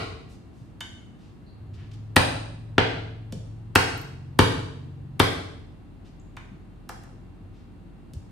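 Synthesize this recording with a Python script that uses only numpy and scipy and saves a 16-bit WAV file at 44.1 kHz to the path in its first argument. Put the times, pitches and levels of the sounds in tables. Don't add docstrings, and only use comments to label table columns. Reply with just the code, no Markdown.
import sys
import numpy as np
from scipy import signal
from scipy.fft import rfft, irfft, next_fast_len
from scipy.io import wavfile

SR = 44100
rng = np.random.default_rng(int(sys.argv[2]) if len(sys.argv) > 2 else 0)


def to_wav(s):
    ch = np.atleast_2d(s).T
    pcm = np.round(np.clip(ch, -1, 1) * 32767)
    wavfile.write(sys.argv[1], SR, pcm.astype(np.int16))


N = 366471
LEAD = SR // 2
TOTAL = N + LEAD
HZ = np.fft.rfftfreq(4096, 1 / SR)
T = np.arange(SR // 2) / SR


def amp(db):
    return 10 ** (np.asarray(db) / 20)


def ramp(t, start_s, length_s):
    return np.clip((t - start_s) / length_s, 0, 1)


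def curve(points, hz):
    points_hz, values = np.transpose(points)
    return np.interp(np.log(hz + 1), np.log(points_hz), values)


def add(track, start_s, sound):
    part = track[round(start_s * SR) + LEAD:][:len(sound)]
    part += sound[:len(part)]


def low_cut(x, hz, order):
    return signal.sosfilt(signal.butter(order, hz, "high", fs=SR, output="sos"), x)


def colour(x, gain_db):
    log_gain = np.log(amp(np.maximum(gain_db, gain_db.max() - 80)))
    mirrored = np.concatenate([log_gain, log_gain[-2:0:-1]])
    impulse = np.fft.ifft(np.exp(np.conj(signal.hilbert(mirrored)))).real[:len(HZ)]
    return signal.fftconvolve(x, impulse / np.linalg.norm(impulse))[:len(x)]


def bell(hz, octaves):
    return np.maximum(-6 * (np.log2((HZ + 1) / hz) / octaves) ** 2, -75)


def ring(modes, t=T):
    return sum(amp(db - 60 * t / t60) * np.sin(2 * np.pi * hz * t) for hz, db, t60 in modes)


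def burst(envelope):
    spectrum = rfft(envelope * rng.standard_normal(len(envelope)))
    evened = spectrum / (abs(spectrum) + 1e-9) ** .75
    force = irfft(evened, len(envelope)) * np.sqrt(envelope)
    return force * np.linalg.norm(envelope) / np.linalg.norm(force)


def click(hz, octaves, decay_s):
    return colour(burst(np.exp(-T / decay_s)), bell(hz, octaves))


def strokes(cues, octaves):
    track = np.zeros(TOTAL)
    for start_s, level_db, length_s, centre_hz in cues:
        swell = np.sin(np.pi * np.sqrt(T / length_s)) ** 2 * (T < length_s)
        add(track, start_s, amp(level_db) * colour(burst(swell), bell(centre_hz, octaves)))
    return track


def stereo(a, b, correlation):
    alike = curve(correlation, np.fft.rfftfreq(len(a), 1 / SR))
    mid = rfft(a) * np.sqrt((1 + alike) / 2)
    side = rfft(b) * np.sqrt((1 - alike) / 2)
    return irfft(np.array([mid + side, mid - side]), len(a))


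# pitch_hz, level_db
HUM_TONES = [(57, -56.5), (171, -64.5), (189, -59), (230, -58.5), (285, -60.5), (341, -62.5), (770, -73),
             (2730, -78)]
# frequency_hz, gain_db
RUMBLE_EQ = [(25, -24), (45, -11), (60, -13.5), (100, -5), (160, -11.5), (300, -14.5), (500, -27.5),
             (850, -29.5), (1600, -37), (2700, -43), (4300, -47), (5500, -56), (9000, -55.5),
             (15000, -65.5)]
# frequency_hz, correlation
RUMBLE_IMAGE = [(60, 1), (150, 0.27), (400, 0.47), (1000, 0.13), (10000, 0.18)]


def household_hum(hum_gain_db=-2, rumble_db=-45.5):
    size = next_fast_len(TOTAL)
    shape = amp(curve(RUMBLE_EQ, np.fft.rfftfreq(size, 1 / SR)))
    noise = irfft(rfft(rng.standard_normal((2, size))) * shape, size)
    rumble = stereo(*noise, RUMBLE_IMAGE)
    rumble /= np.sqrt(np.mean(rumble ** 2))
    t = np.arange(TOTAL) / SR
    hum = sum(np.sqrt(2) * amp(db) * np.sin(2 * np.pi * (hz * t + rng.random())) for hz, db in HUM_TONES)
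    return amp(rumble_db) * rumble[:, :TOTAL] + amp(hum_gain_db) * hum


# frequency_hz, t60_s
TAIL_DECAY = [(60, 0.79), (250, 0.86), (1000, 0.65), (4000, 0.69), (8000, 0.7), (14000, 0.34)]
# frequency_hz, gain_db
TAIL_EQ = [(50, -2), (120, 2.5), (280, -6.5), (500, 5.5), (1000, 2.5), (2500, 3.5), (5000, 5), (9000, 3.5),
           (15000, -3)]
# frequency_hz, correlation
TAIL_IMAGE = [(60, 0.93), (150, 0.94), (280, 0.61), (600, 0), (2000, 0.028), (10000, 0.096)]
# pitch_hz, level_db, t60_s
STANDING_WAVES = [(112.2, 0, 0.8), (92, -1.5, 0.78), (278.5, -7, 0.99), (447, 1, 1)]
# delay_s, left_gain, right_gain
REFLECTIONS = [(.0022, .3, .2), (0.01, .22, .18), (0.019, -.15, .15), (0.0299, .15, -.12)]


def room(x, wet_db=-2, build_s=.0037, standing_db=-62):
    t = np.arange(SR) / SR
    hz, frame_s, bands = signal.stft(rng.standard_normal((2, SR)), SR, nperseg=512)
    bands *= amp(curve(TAIL_EQ, hz)[:, None] - 60 * frame_s / curve(TAIL_DECAY, hz)[:, None])
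    tail = signal.istft(bands, SR, nperseg=512)[1][:, :SR] * (1 - np.exp(-(t / build_s) ** 2))
    response = amp(wet_db) * stereo(*tail, TAIL_IMAGE) / np.sqrt(SR / 20)
    response += amp(standing_db) * ring(STANDING_WAVES, t)
    for delay_s, left, right in REFLECTIONS:
        response[:, round(delay_s * SR)] += left, right
    return signal.fftconvolve(x[None], response, axes=1)[:, :TOTAL]


def scatter(x, gain_db=-7, decay_s=.005):
    envelope = np.exp(-T / decay_s) * ramp(T, 0, .001)
    spray = np.array([burst(envelope), burst(envelope)])
    spray = low_cut(spray, 200, order=2)
    spray /= np.linalg.norm(spray, axis=1, keepdims=True)
    return amp(gain_db) * signal.fftconvolve(x[None], spray, axes=1)[:, :TOTAL]


# frequency_hz, left_minus_right_db
BOARD_PAN = [(100, 1.5), (200, 1.5), (280, 10), (450, 0.5), (1000, -1), (4000, -.5), (9000, 2)]


def direct(x):
    size = next_fast_len(TOTAL)
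    pan_db = curve(BOARD_PAN, np.fft.rfftfreq(size, 1 / SR))
    return irfft(rfft(x, size) * amp([pan_db / 2, -pan_db / 2]), size)[:, :TOTAL]


ARRIVE_S, ABREAST_S, LEAVE_S, LEAVE_FADE_S = 1.33, 3.6, 5.29, .63


def engine_speed(t, idle_hz=20.62, cruise_hz=22.14, climb_hz_per_s=.78, far_hz=21.77, dip_hz=4.5):
    near = idle_hz + (cruise_hz - idle_hz) * ramp(t, ARRIVE_S, length_s=1.3)
    near += climb_hz_per_s * np.maximum(t - ABREAST_S, 0)
    far = far_hz - dip_hz * np.exp(-np.maximum(t - LEAVE_S, 0) / .53)
    return near + (far - near) * ramp(t, LEAVE_S, LEAVE_FADE_S)


# cycle_multiple, approaching_db, abreast_db, far_db
EXHAUST_ORDERS = [(2, -6.5, -11, 5), (4, -4, -1.5, -1.5), (5, 5, -3, -3.5), (6, -12, 2, -15),
                  (7, -7, -13.5, -13), (8, -15.5, -11.5, -3)]


def engine(waver=.0027, faint_db=-59.5, near_db=-43, far_db=-55):
    t = (np.arange(TOTAL) - LEAD) / SR
    drift = np.interp(t, np.linspace(-1, 9, 80), rng.standard_normal(80))
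    cycles = np.cumsum(engine_speed(t) * (1 + waver * drift)) / SR
    arrived, gone = ramp(t, ARRIVE_S, length_s=.64), ramp(t, LEAVE_S, LEAVE_FADE_S)
    fader_db = faint_db + (near_db - faint_db) * arrived + (far_db - near_db) * gone
    place = ramp(t, ABREAST_S, length_s=.5) + gone
    drone = np.zeros(TOTAL)
    for multiple, *levels_db in EXHAUST_ORDERS:
        gain = amp(np.interp(place, [0, 1, 2], levels_db))
        drone += gain * np.sin(2 * np.pi * (multiple * cycles + rng.random()))
    return np.sqrt(2) * amp(fader_db) * drone


# start_s, level_db, length_s, centre_hz
BUMP_CUES = [(0, -45, 0.67, 86), (.6, -40, 0.055, 114), (1.55, -41, 0.66, 91), (3.335, -34.5, 0.088, 152),
             (5.55, -44.5, 0.25, 62), (6.5, -40.5, 0.095, 157), (8.13, -31.5, .071, 86.4)]


def floor_bumps():
    return strokes(BUMP_CUES, octaves=.58)


# start_s, level_db, length_s, centre_hz
SLIDE_CUES = [(.28, -64, .14, 4500), (.52, -72.5, .25, 4430), (1.17, -68.5, .25, 3060),
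              (1.732, -60, .05, 3000), (1.75, -60, .22, 1900), (1.912, -55.5, .018, 3000),
              (1.932, -57, .03, 3300), (6.04, -64, .1, 2960), (7.52, -70, .2, 2700)]
# start_s, level_db, length_s, centre_hz
SQUEAK_CUES = [(1.45, -66.5, .15, 4246)]


def friction():
    return strokes(SLIDE_CUES, octaves=1) + strokes(SQUEAK_CUES, octaves=.11)


# start_s, level_db, pitch_hz
PING_CUES = [(2.782, -40.5, 7050), (3.977, -42.5, 13000), (4.014, -43.5, 12750), (6.197, -53.5, 7000)]


def pings():
    track = np.zeros(TOTAL)
    for start_s, level_db, pitch_hz in PING_CUES:
        add(track, start_s, amp(level_db) * click(pitch_hz, octaves=.11, decay_s=.0028))
    return track


# pitch_hz, level_db, t60_s
BOARD_MODES = [(70, -19.5, 0.13), (106.1, -8.5, .1), (136, -1, 0.036), (168, -2.5, 0.052),
               (185, -5.5, 0.017), (257, 1.5, 0.052), (297, 3.5, 0.025), (565, -2, 0.022), (834, -8, .03)]


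def board_thump(radiating_hz=62, attack_s=.0018):
    swing = ring(BOARD_MODES) * (1 - np.exp(-T / attack_s))
    return low_cut(swing, radiating_hz, order=4)


# pitch_hz, level_db, t60_s
FREE_BLADE_MODES = [(1543, -8.5, 0.18), (2160, -2, .1), (2980, 2, .11), (3070, -0.5, 0.083),
                    (3250, -4.5, 0.068), (3630, -2.5, .1), (6240, -15.5, .098), (6700, -9.5, 0.059),
                    (8620, -15.5, .044)]
# start_s, tick_db, tick_hz, knock_db, knock_hz, ring_db
TAP_CUES = [(.806, -35.5, 4160, -32.5, 1180, -36), (3.324, -36.5, 3370, -25, 220, -68),
            (6.367, -44.5, 3620, -34.5, 1230, -54.5), (6.891, -35.5, 5310, -29, 820, -65),
            (7.036, -52, 5000, -45, 850, -77), (8.135, -46, 4900, -44.5, 200, -72)]


def blade_taps(settle_s=.0027, thump_db=-22):
    track = np.zeros(TOTAL)
    for start_s, tick_db, tick_hz, knock_db, knock_hz, ring_db in TAP_CUES:
        add(track, start_s, amp(tick_db) * click(tick_hz, octaves=1.2, decay_s=.0032))
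        knock = click(knock_hz, octaves=.93, decay_s=.006) + amp(thump_db) * board_thump()
        add(track, start_s + settle_s, amp(knock_db) * knock + amp(ring_db) * ring(FREE_BLADE_MODES))
    return track


# pitch_hz, level_db, t60_s
GRIPPED_BLADE_MODES = [(926, -4, 0.035), (1836, 1.5, 0.053), (2750, -1.5, 0.049), (3260, -3, .035),
                       (4080, -10, 0.038), (5600, -13, .03)]


def blade_shudder(lower_hz, upper_hz, ring_db, t60_s=.056, attack_s=.0006):
    clank = amp(ring_db - 15) * ring([(lower_hz, 0, t60_s), (upper_hz, -6, t60_s)])
    body = amp(-16) * ring(GRIPPED_BLADE_MODES)
    return (clank + body) * (1 - np.exp(-T / attack_s))


# frequency_hz, gain_db
SLICE_EQ = [(200, -13.5), (1200, 0.5), (4500, -4), (6800, -10), (9000, -5.5), (12000, -9.5), (16000, -10.5)]


def wet_slice(slice_s, hiss_hz, hiss_boost_db=5, overlap_s=.002):
    tearing = (T < slice_s + overlap_s) * np.sqrt(ramp(T, 0, slice_s / 2))
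    tone_db = curve(SLICE_EQ, HZ) + hiss_boost_db * amp(bell(hiss_hz, octaves=.14))
    return colour(burst(tearing), tone_db)


# frequency_hz, gain_db
KNOCK_EQ = [(60, -28.5), (200, -12), (400, -0.5), (620, -3), (900, -0.5), (1500, -3), (2100, -6),
            (4200, -13.5), (5800, -23), (9000, -28), (15000, -37.5)]


def steel_knock(bite_db, lower_hz, upper_hz, ring_db, contact_s=.0048, clean_cut_hz=11000):
    contact = np.exp(-(T / contact_s) ** 4) * ramp(T, 0, contact_s / 5)
    cutoff_hz = clean_cut_hz * 2 ** (bite_db / 25.5)
    cushion_db = -10 * np.log10(1 + (HZ / cutoff_hz) ** 4)
    resonances = sum(amp(bell(hz, octaves=.16)) for hz in (lower_hz, upper_hz))
    return colour(burst(contact), curve(KNOCK_EQ, HZ) + cushion_db + ring_db / 2 * resonances)


# start_s, force_db, slice_s, bite_db, hiss_hz, thump_db, lower_hz, upper_hz, ring_db
CHOP_CUES = [(-.17, 1, .0042, -12.5, 11000, -2.5, 1120, 4400, 12.5),
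             (2.1644, -1, .0043, -5, 8800, 3, 1902, 4244, 7.5),
             (2.7805, -2.5, .001, -29.5, 7170, 0, 1355, 3350, 4),
             (3.7568, -1.5, .0047, -5, 5860, 0, 1575, 2660, 5),
             (4.3903, -1.5, 0.0018, -6.5, 10950, 6, 875, 2834, 1.5),
             (5.1992, -2.5, .005, -7.5, 11000, 2.5, 921, 3400, 6.5)]


def chops(slice_trim_db=-12, knock_trim_db=-4, thump_trim_db=-8.5, sag_s=.0018):
    hits, blade = np.zeros((2, TOTAL))
    for start_s, force_db, slice_s, bite_db, hiss_hz, thump_db, *resonance in CHOP_CUES:
        add(hits, start_s - slice_s, amp(force_db + bite_db + slice_trim_db) * wet_slice(slice_s, hiss_hz))
        add(hits, start_s, amp(force_db + knock_trim_db) * steel_knock(bite_db, *resonance))
        add(hits, start_s + sag_s, amp(force_db + thump_db + thump_trim_db) * board_thump())
        add(blade, start_s, amp(force_db) * blade_shudder(*resonance))
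    return hits, blade


def scene(left_db=-1.56, right_db=-2.0):
    hits, blade = chops()
    board = hits + blade_taps() + pings() + friction()
    close = board + blade
    work = direct(close) + scatter(close) + room(board)
    mix = work + floor_bumps() + engine() + household_hum()
    return (mix * amp([[left_db], [right_db]]))[:, LEAD:]


def record(dry, low_cut_hz=28, ceiling=.9, high_cut_hz=15700):
    thinned = low_cut(dry, low_cut_hz, order=4)
    rounded = thinned / (1 + (thinned / ceiling) ** 4) ** .25
    high_cut = signal.firwin(511, high_cut_hz, window=("kaiser", 9), fs=SR)
    return signal.oaconvolve(rounded, high_cut[None], "same")


dry = scene()
out = record(dry)
to_wav(out)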